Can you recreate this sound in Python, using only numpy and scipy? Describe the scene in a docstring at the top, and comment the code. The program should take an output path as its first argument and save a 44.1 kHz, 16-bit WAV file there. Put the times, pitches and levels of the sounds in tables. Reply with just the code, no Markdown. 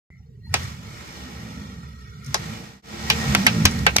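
"""A short scrape over an idling engine, then a rev and a sharp crack: a car is creeping over a row of
paste-filled plastic sachets on concrete. Each sachet bursts and rattles between ground and wheel arch,
the loudest cracks overloading the microphone. The engine is revved up and let down twice; it throbs and
hisses, growing louder as the wheel comes close and grit crackles under the tread. Faint, thin tones
flicker and fade in the quiet stretches, and the level dips briefly before the last run of bursts."""
import sys
import numpy as np
from scipy import signal
from scipy.fft import rfft, irfft
from scipy.io import wavfile

SR = 44100
rng = np.random.default_rng(int(sys.argv[2]) if len(sys.argv) > 2 else 0)


def file_out(sig):
    """Save sig as 16-bit WAV at sys.argv[1]."""
    # one column per channel
    cols = np.atleast_2d(sig).T
    # limit, then scale
    lim = np.clip(cols, -1, 1)
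    pcm = np.round(lim * 32767).astype(np.int16)
    wavfile.write(sys.argv[1], SR, pcm)


N = 176400
TIME = np.arange(N) / SR
BAY_LAG_MS = .43  # the engine bay's sound reaches the left microphone port this late


# burst cues: (time [s], crack level [dB], crack t60 [s], film centre [Hz], film level [dB],
# echo level [dB], low-mid EQ [dB], mid EQ [dB], treble EQ [dB], left lag [ms])
BURST_CUES = [(0.5409, -6.5, 0.011, 1480, -10.5, -16, 4, 3.5, 2.5, 0.12),
              (2.3437, -8.5, 0.008, 5100, -8.5, -15.5, 5, -6, 2, 0.19),
              (3.1007, -8.5, 0.012, 2430, -6, -14, -3, 10, 2, 0.16),
              (3.3493, 1, 0.012, 1400, -4, -18, 5, 5.5, -5, 0.093),
              (3.4661, 8.5, 0.014, 2000, 1, -7.5, -1, 5, -4.5, 0.19),
              (3.6536, 7, 0.016, 3060, -3.5, -11.5, 1.5, 5, 3, 0.13),
              (3.8657, 2.5, 0.017, 1800, 4.5, -9.5, 6, 6, -10.5, 0.24),
              (3.9623, -22, 0.0059, 3500, -17, -23.5, 5, 3, 1, 0.075),
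              (3.9650, -1, 0.0091, 2370, -11, -23.5, -0.5, -7.5, 8, 0.083),
              (3.9841, -11, .012, 2200, -8, -23.5, 0, 6, -3.5, 0.32)]
# low-mid, mid and treble bands of each burst's EQ: (centre [Hz])
BURST_BANDS = [940, 2540, 5600]
# tone of the crack: (frequency [Hz], level [dB])
CRACK_EQ = [(60, -27), (200, -1.5), (380, -36), (540, -8.5), (760, 1.5), (1000, 1.5), (1600, 4.5),
            (2600, 2), (4000, 0.5), (5800, 4.5), (9000, -12), (13000, -11.5), (16000, -34)]
# tone of the bright first instant: (frequency [Hz], level [dB])
SNAP_EQ = [(1000, -48), (5000, -23), (8000, 37), (10000, -25), (13000, 10), (14500, -11), (16000, -37)]
# tone of the echoes under the car: (frequency [Hz], level [dB])
ECHO_EQ = [(60, -28), (200, -14.5), (400, -5), (600, -4), (800, -2), (1400, -6.5), (2500, 1), (4000, -4),
           (5800, -4), (7500, -17), (10500, -23), (13500, -43), (16000, -44)]
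def sachet_bursts(size=16384, lead=256):
    """A sachet tears and lets go: pressure front, snap, crack, flapping film, echoes under the car."""
    out = np.zeros((2, N))
    t, hz = (np.arange(size) - lead) / SR, np.fft.rfftfreq(size, 1 / SR)
    tear = from_db(-5) * (t < 0) * np.exp(-abs(t) / 0.0003)  # the film tears just before it gives way
    after_rush = np.maximum(t - 0.0011, 0)  # air rushes out for 1.1 ms before the crack dies away
    snap_shape = from_db(-26) * (t >= 0) * np.exp(-(t / 0.00093) ** 2)
    echo_shape = decay(t, t60=0.1) * (1 - np.exp(-abs(t) / 0.00083))
    for s, crack_db, crack_t60, film_hz, film_db, echo_db, *band_db, lag_ms in BURST_CUES:
        tone = eq_gain(list(zip(BURST_BANDS, band_db)), hz)
        crack = spread(lambda: irfft(rfft(noise(CRACK_EQ, size)) * tone), lag_ms, direct=0.76)
        crack *= (t >= 0) * decay(after_rush, crack_t60) + tear
        snap = spread(lambda: noise(SNAP_EQ, size), lag_ms, direct=0.39) * snap_shape
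        attack = crack + snap + ports(pressure_front(t), lag_ms)
        film_eq = [(film_hz * 2.0 ** octave, -33 * abs(octave)) for octave in (-3, 0, 3)]
        film = spread(lambda: noise(film_eq, size), lag_ms, direct=0.69) * decay(t, t60=0.021)
        scatter = spread(lambda: irfft(rfft(noise(ECHO_EQ, size)) * tone), lag_ms, direct=0.36)
        echo = scatter * echo_shape + wheel_hollow(t)
        burst = from_db(crack_db) * attack + from_db(film_db) * film + from_db(echo_db) * echo
        start = int(s * SR) - lead
        out[:, start:start + size] += colour_ports(burst)[:, :N - start]
    return out


def pressure_front(t, half_s=0.000184):
    """The leading edge of a burst: one sharp swing of pressure and back."""
    return from_db(2) * (t / half_s - 1) * (t >= 0) * (t < 2 * half_s)


# modes of the hollow under the wheel: (frequency [Hz], level against the echoes [dB], t60 [s])
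HOLLOW_MODES = [(435, -11.5, 0.064), (665, -30, 0.037), (852, -3, 0.048), (853, -19, 0.051),
                (1077, -9, 0.062), (1297, -13.5, 0.14), (1563, -5.5, 0.091), (1900, -16.5, 0.1034),
                (2290, -18, 0.042), (2550, -13.5, 0.045), (3520, -20, 0.07), (3950, -12.5, 0.094),
                (4470, -7, 0.055)]
def wheel_hollow(t):
    """The space under the wheel rings, a little differently for each burst and port."""
    out = 0
    for hz, db, t60 in HOLLOW_MODES:
        gain = from_db(db + rng.normal(0, 2, (2, 1)))
        out += gain * np.sin(2 * np.pi * (hz * t + rng.random((2, 1)))) * decay(t, t60)
    return out


# stereo tilt of the bursts: (frequency [Hz], left minus right [dB])
PORT_TILT = [(600, -3.5), (1400, -1), (2700, -3), (5000, 1.5), (9000, 5), (14000, -7)]
def colour_ports(x):
    """Each microphone port favours its own bands."""
    size = x.shape[1]
    tilt_db = at_hz(PORT_TILT, np.fft.rfftfreq(size, 1 / SR))
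    return irfft(rfft(x) * from_db([tilt_db / 2, -tilt_db / 2]), size)


# air puff cues: (time [s], level [dB], pitch [Hz], t60 [s])
PUFF_CUES = [(3.345, -13.5, 130, 0.039), (3.646, -1.5, 86.5, 0.093), (3.656, -15, 41.7, 0.15),
             (3.9625, -1.5, 800, 0.0068)]
def air_puffs():
    """Air escaping from a sachet gives the microphone a short push."""
    pushes = sum(from_db(db) * np.sin(2 * np.pi * hz * (TIME - s)) * decay(TIME - s, t60)
                 for s, db, hz, t60 in PUFF_CUES)
    return ports(pushes, lag_ms=0.35)


# crinkle cues: (time [s], level [dB], half-width [s])
CRINKLE_CUES = [(0.637, -40, 0.0093), (2.247, -33.5, 0.0027), (2.266, -37, 0.0045), (3.067, -38, .003),
                (3.578, -38, 0.0037), (3.712, -36, 0.018), (3.793, -36, .004)]
# tone of the crinkles: (frequency [Hz], level [dB])
CRINKLE_EQ = [(1000, -27), (3000, -21), (5500, 5.5), (7500, -7), (10000, -9.5), (14000, -15), (16000, -46)]
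def film_crinkles():
    """Squeezed film crinkles and paste spits in brief, grainy rustles."""
    envelope = sum(from_db(db) * swell(s, width) for s, db, width in CRINKLE_CUES)
    rustle = spread(lambda: noise(CRINKLE_EQ), lag_ms=0.11, direct=0.43)
    grain = from_db(5.2 * drift(580))
    return envelope * unit_rms(rustle * grain)


# the two revs: (time [s], firing rate [Hz])
REV_CURVE = [(0, 23.7), (.48, 25.03), (.7, 42.1), (.85, 52.64), (1.0, 59.66), (1.2, 62.9), (1.3, 62.3),
             (1.42, 57.8), (1.6, 52.2), (1.84, 40.74), (2.05, 33.55), (2.2, 33), (2.36, 44.07),
             (2.62, 59.7), (3.0, 73.23), (3.13, 75.65), (3.23, 73.37), (3.4, 65.67), (3.57, 56.01),
             (3.8, 42.81), (4, 34.8)]
def engine():
    """Throb, rumble and growl from below the car; hiss and ringing panels from the bay."""
    firing_hz = in_time(REV_CURVE)
    firings = np.cumsum(firing_hz * (1 + 0.00376 * drift(11.4))) / SR
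    body = body_rumble()
    bay = engine_bay(firings) * from_db([[-.7], [.7]])  # leans right
    low_end = (exhaust(firing_hz, firings) + body) * from_db([[-1.1], [1.1]])  # leans further right
    return low_end + engine_growl() + bay


# fader ride of the exhaust throb: (time [s], level [dB])
THROB_RIDE = [(.1, -62), (.4, -82), (.55, -40), (.75, -40), (1.05, -47.5), (1.3, -37), (1.58, -31),
              (1.85, -40), (2.1, -58), (2.3, -37.5), (2.55, -32.5), (2.95, -35.5), (3.15, -26.5),
              (3.3, -20), (3.48, -21), (3.62, -19.5), (3.78, -24.5), (4, -31.5)]
# resonances of the exhaust: (frequency [Hz], gain [dB])
EXHAUST_EQ = [(35, -13), (55, -25), (70, 2.5), (88, -4.5), (108, 0), (122, -3), (138, -2.5), (152, 1.5),
              (170, 2), (190, 1.5), (215, 5.5), (232, -2.5), (252, 1), (290, -20), (335, -14.5), (390, -18),
              (465, -15.5), (560, -18.5), (750, -9)]
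def exhaust(firing_hz, firings, roughness=0.5, rolloff_db=-0.88):
    """Four-cylinder orders slide through fixed resonances; unequal cylinders add lines in between."""
    throb = 0
    for k in range(2, 48):
        multiple = k / 4  # of the firing rate
        order_db = 0 if k % 4 == 0 else -8 if k % 2 == 0 else -12
        gain = from_db(order_db + rolloff_db * multiple) * eq_gain(EXHAUST_EQ, multiple * firing_hz)
        flutter = 1 + roughness * drift(21.8)
        throb += gain * flutter * np.sin(2 * np.pi * (multiple * firings + rng.random()))
    return ports(unit_rms(throb) * from_db(in_time(THROB_RIDE)), lag_ms=0.13)


# fader ride of the rumble: (time [s], level [dB])
RUMBLE_RIDE = [(.1, -44), (.38, -42), (.52, -32), (.66, -32), (.8, -36.5), (1.1, -44), (1.55, -42),
               (1.85, -40.5), (2.17, -39), (2.28, -31), (2.55, -48), (2.95, -52), (3.12, -25.5), (3.3, -42),
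               (3.5, -36.5), (3.66, -27.5), (3.8, -25), (4, -31.5)]
# tone of the rumble: (frequency [Hz], level [dB])
RUMBLE_EQ = [(20, -17), (48, -35), (58, -6), (69, 5.5), (85, -4), (135, 0.5), (180, -6.5), (235, -18),
             (290, -44), (450, -35.5), (700, -64), (1500, -48)]
def body_rumble(drone_hz=69.6, waver_hz=18):
    """Low noise swells below the car while its body drones on one wavering note."""
    rumble = spread(lambda: noise(RUMBLE_EQ), lag_ms=.3, direct=1.0) * from_db(in_time(RUMBLE_RIDE))
    drone = from_db(-42.5) * np.sin(2 * np.pi * drone_hz * TIME + 0.31 * drift(waver_hz))
    return rumble + drone * (1 + 1.1 * drift(waver_hz))


# fader ride of the bay's hiss: (time [s], level [dB])
HISS_RIDE = [(.1, -58), (.35, -74), (.44, -54), (.51, -47.5), (.57, -34.5), (.65, -36), (.76, -44.5),
             (1.0, -40.5), (1.25, -40.5), (1.55, -42.5), (1.95, -47), (2.2, -47), (2.32, -41),
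             (2.42, -36.5), (2.6, -38.5), (2.97, -37), (3.12, -29.5), (3.3, -27), (3.6, -31.5), (3.8, -34),
             (4, -38)]
# tone of the hiss, shared by the background: (frequency [Hz], level [dB])
HISS_EQ = [(150, 4), (280, -1.5), (370, -1.5), (460, 2.5), (650, -4.5), (1000, 0), (2200, -1.5), (2900, -4),
           (4500, -4.5), (6500, -6.5), (8200, -11.5), (11000, -23), (13900, -14), (14500, -34),
           (15000, -57), (16000, -70)]
# ringing panels: (frequency [Hz], width [Hz], level against the hiss [dB])
PANEL_MODES = [(1325, 74, -9.5), (1882, 50, -10.5), (2200, 81, -13), (2396, 17, -18.5), (2940, 40, -20.5),
               (3500, 120, -17), (4190, 100, -20), (5440, 160, -15.5)]
def engine_bay(firings, pivot_db=-30):
    """The bay's hiss pulses with each firing, and its panels ring louder as the hiss rises."""
    ride_db = in_time(HISS_RIDE)
    hiss = spread(lambda: noise(HISS_EQ), BAY_LAG_MS, direct=0.097)
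    flutter_db = 1.05 * np.sin(2 * np.pi * firings) + 0.53 * drift(55)
    panels = spread(lambda: resonances(PANEL_MODES), BAY_LAG_MS, direct=0.65)
    panel_db = pivot_db + 1.014 * (ride_db - pivot_db)
    return hiss * from_db(ride_db + flutter_db) + panels * from_db(panel_db)


# fader ride of the growl: (time [s], level [dB])
GROWL_RIDE = [(.1, -64), (.7, -62), (.95, -50), (1.35, -46.5), (1.7, -54.5), (2.0, -84), (2.3, -70),
              (2.42, -44.5), (2.7, -46.5), (3.0, -42.5), (3.3, -40), (3.6, -37.5), (4, -41)]
# resonances of the growl: (frequency [Hz], width [Hz], level against the ride [dB])
GROWL_PEAKS = [(334, 20, -4.5), (456, 9.8, -5), (593, 47, -11.5), (784, 49, -7.5), (844, 26, -10.5)]
def engine_growl():
    """Low-mid resonances of the engine swell with each rev."""
    growl = spread(lambda: resonances(GROWL_PEAKS), lag_ms=0.25, direct=0.56)
    return growl * from_db(in_time(GROWL_RIDE))


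# judder cues: (time [s], level [dB], pitch [Hz], half-width [s])
JUDDER_CUES = [(.508, -21.5, 89, 0.021), (.62, -25.5, 87, 0.032), (1.53, -34, 217.4, 0.049),
               (2.285, -23, 134, 0.017), (2.4, -22, 142, 0.0075), (3.29, -22, 218, 0.052),
               (3.305, -19.5, 136, 0.042), (3.6, -23, 163.3, .035)]
def tyre_judders():
    """The tyre gives a low judder as it loads a sachet."""
    judders = sum(from_db(db) * np.sin(2 * np.pi * hz * (TIME - s)) * swell(s, width)
                  for s, db, hz, width in JUDDER_CUES)
    return ports(judders, lag_ms=.1)


# tone of the grit: (frequency [Hz], level [dB])
GRIT_EQ = [(500, -23), (1500, -9), (2600, -3), (5500, 9), (8000, -10), (14000, -20), (16000, -50)]
def grit(grains_per_s=230, closest_s=3.32):
    """Grit and folded film crackle under the tread as it comes close."""
    size_db = np.minimum(rng.exponential(1, N), 4)
    clicks = from_db(size_db) * rng.choice([-1, 1], N) * (rng.random(N) < grains_per_s / SR)
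    crackle = unit_rms(equalise(clicks, GRIT_EQ))
    return ports(crackle * from_db(-40) * swell(closest_s, width_s=.4), lag_ms=0.24)


# opening scrape and fading tones: (time [s], level [dB], pitch [Hz], width [Hz], t60 [s])
FADING_TONE_CUES = [(0.094, -48, 2080, 157.4, 0.52), (0.087, -64, 2200, 270, 0.27),
                    (.158, -55.5, 1340, 40, 0.13), (0.198, -49, 790, 36.7, 0.21),
                    (0.26, -60, 1900, 40, 0.38), (.425, -55, 4205, 25, .9), (.33, -57.5, 1900, 30.7, 0.18),
                    (.465, -53, 890, 35, .15), (.505, -56, 1470, 60, 0.26), (2.121, -52, 1390, 45, 0.32),
                    (2.215, -45, 1383, 45, .5)]
def fading_tones():
    """After a short opening scrape, faint, thin tones flicker and fade in the quiet stretches."""
    tones = sum(from_db(db) * resonant_noise(hz, width_hz) * decay(TIME - s, t60)
                for s, db, hz, width_hz, t60 in FADING_TONE_CUES)
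    return ports(tones, lag_ms=.1)


# thin background tones: (frequency [Hz], width [Hz], level [dB])
THIN_TONES = [(416, 36, -61.5), (1360, 53, -70.5), (1900, 13, -68), (4200, 25, -71), (5700, 40, -72),
              (7280, 29, -77), (9100, 45, -83)]
def background_tones():
    """Faint, thin tones at fixed pitches come and go in the background."""
    return spread(lambda: resonances(THIN_TONES), BAY_LAG_MS, direct=0.66)


def background_hiss():
    """An even bed of hiss under everything."""
    return from_db(-49) * spread(lambda: noise(HISS_EQ), BAY_LAG_MS, direct=0.5)


def from_db(db):
    """Decibels to gain."""
    return 10 ** (np.asarray(db) / 20)


def unit_rms(x):
    """Scale to unit rms."""
    return x / np.sqrt(np.mean(x ** 2) + 1e-20)


def in_time(rows):
    """An automation curve read at every sample."""
    return np.interp(TIME, *np.transpose(rows))


def at_hz(eq, hz):
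    """An EQ curve in dB, read on a log-frequency axis."""
    points_hz, db = np.transpose(eq)
    return np.interp(np.log(hz + 1e-9), np.log(points_hz), db)


def eq_gain(eq, hz):
    """An EQ curve as gain."""
    return from_db(at_hz(eq, hz))


def equalise(x, eq):
    """Filter a mono sound through an EQ curve."""
    return irfft(rfft(x) * eq_gain(eq, np.fft.rfftfreq(len(x), 1 / SR)), len(x))


def noise(eq, size=N):
    """Coloured noise of unit rms."""
    return unit_rms(equalise(rng.standard_normal(size), eq))


def drift(rate_hz):
    """A random wobble of unit rms, mostly slower than rate_hz."""
    rolloff = (1 + (np.fft.rfftfreq(N, 1 / SR) / rate_hz) ** 2) ** 2
    return unit_rms(irfft(rfft(rng.standard_normal(N)) / rolloff, N))


def resonant_noise(hz, width_hz):
    """Noise in one steep-sided resonance, unit rms."""
    shape = 1 / (1 + ((np.fft.rfftfreq(N, 1 / SR) - hz) / width_hz) ** 2)
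    return unit_rms(irfft(rfft(rng.standard_normal(N)) * shape, N))


def resonances(rows, waver_db=3.0):
    """Noise ringing in a set of resonances, each wavering in strength."""
    return sum(from_db(db + waver_db * drift(8.7)) * resonant_noise(hz, width) for hz, width, db in rows)


def decay(t, t60):
    """Exponential decay from time zero."""
    return (t >= 0) * np.exp(-np.log(1000) * np.maximum(t, 0) / t60)


def swell(peak_s, width_s):
    """A bell-shaped fade in and out."""
    return np.exp(-((TIME - peak_s) / width_s) ** 2)


def ports(x, lag_ms):
    """A sound reaches the right microphone port first, the left one later."""
    n = np.arange(len(x))
    return np.array([np.interp(n - np.round(lag_ms * SR / 1000), n, x, left=0), x])


def spread(make, lag_ms, direct):
    """Stereo from a direct share of the power and scattered sound that differs at each port."""
    return np.sqrt(direct) * ports(make(), lag_ms) + np.sqrt(1 - direct) * np.array([make(), make()])


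def scene():
    """The sachets and the car that crushes them, over thin tones and a background hiss."""
    bed = background_hiss()
    car = engine() + tyre_judders()
    tones = background_tones() + fading_tones()
    return sachet_bursts() + air_puffs() + film_crinkles() + car + grit() + tones + bed


def suppress_noise(x, size=1024, memory_s=0.028, depth_db=-25.5, steepness=3.14):
    """Narrow bands shut as they sink to the hiss; quiet stretches break into thin, flickering tones."""
    hz, _, spectra = signal.stft(x, SR, nperseg=size)
    hiss_power = eq_gain(HISS_EQ, hz) ** 2
    threshold = .75 * from_db(-45) ** 2 * hiss_power / hiss_power.sum()  # a band is half open here
    keep = np.exp(-size / 2 / SR / memory_s)
    power = np.mean(abs(spectra) ** 2, axis=0)
    over_threshold = signal.lfilter([1 - keep], [1, -keep], power) / threshold[:, None]
    gain = 1 - (1 - from_db(depth_db)) / (1 + over_threshold ** steepness)
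    return signal.istft(spectra * gain, SR, nperseg=size)[1][:, :N]


def record(dry, gain=.78, knee=.78, start_s=0.103, dip_s=2.82):
    """Low cut, microphone overload, noise suppressor, an abrupt start, one level dip and a high cut."""
    low_cut = signal.butter(2, 53, "high", fs=SR, output="sos")
    high_cut = signal.ellip(8, .3, 80, 14900, fs=SR, output="sos")
    trimmed = signal.sosfilt(low_cut, dry)
    clipped = gain * trimmed / (1 + (trimmed / knee) ** 4) ** (1 / 4)
    fall, rise = (dip_s - TIME) / 0.27, (TIME - dip_s) / 0.12
    dip = np.clip(np.maximum(fall, rise), from_db(-41), 1)
    cut_in = np.clip((TIME - start_s) / 0.00032, 0, 1)
    return signal.sosfilt(high_cut, suppress_noise(clipped) * dip * cut_in + 1e-18)


dry = scene()
out = record(dry)
file_out(out)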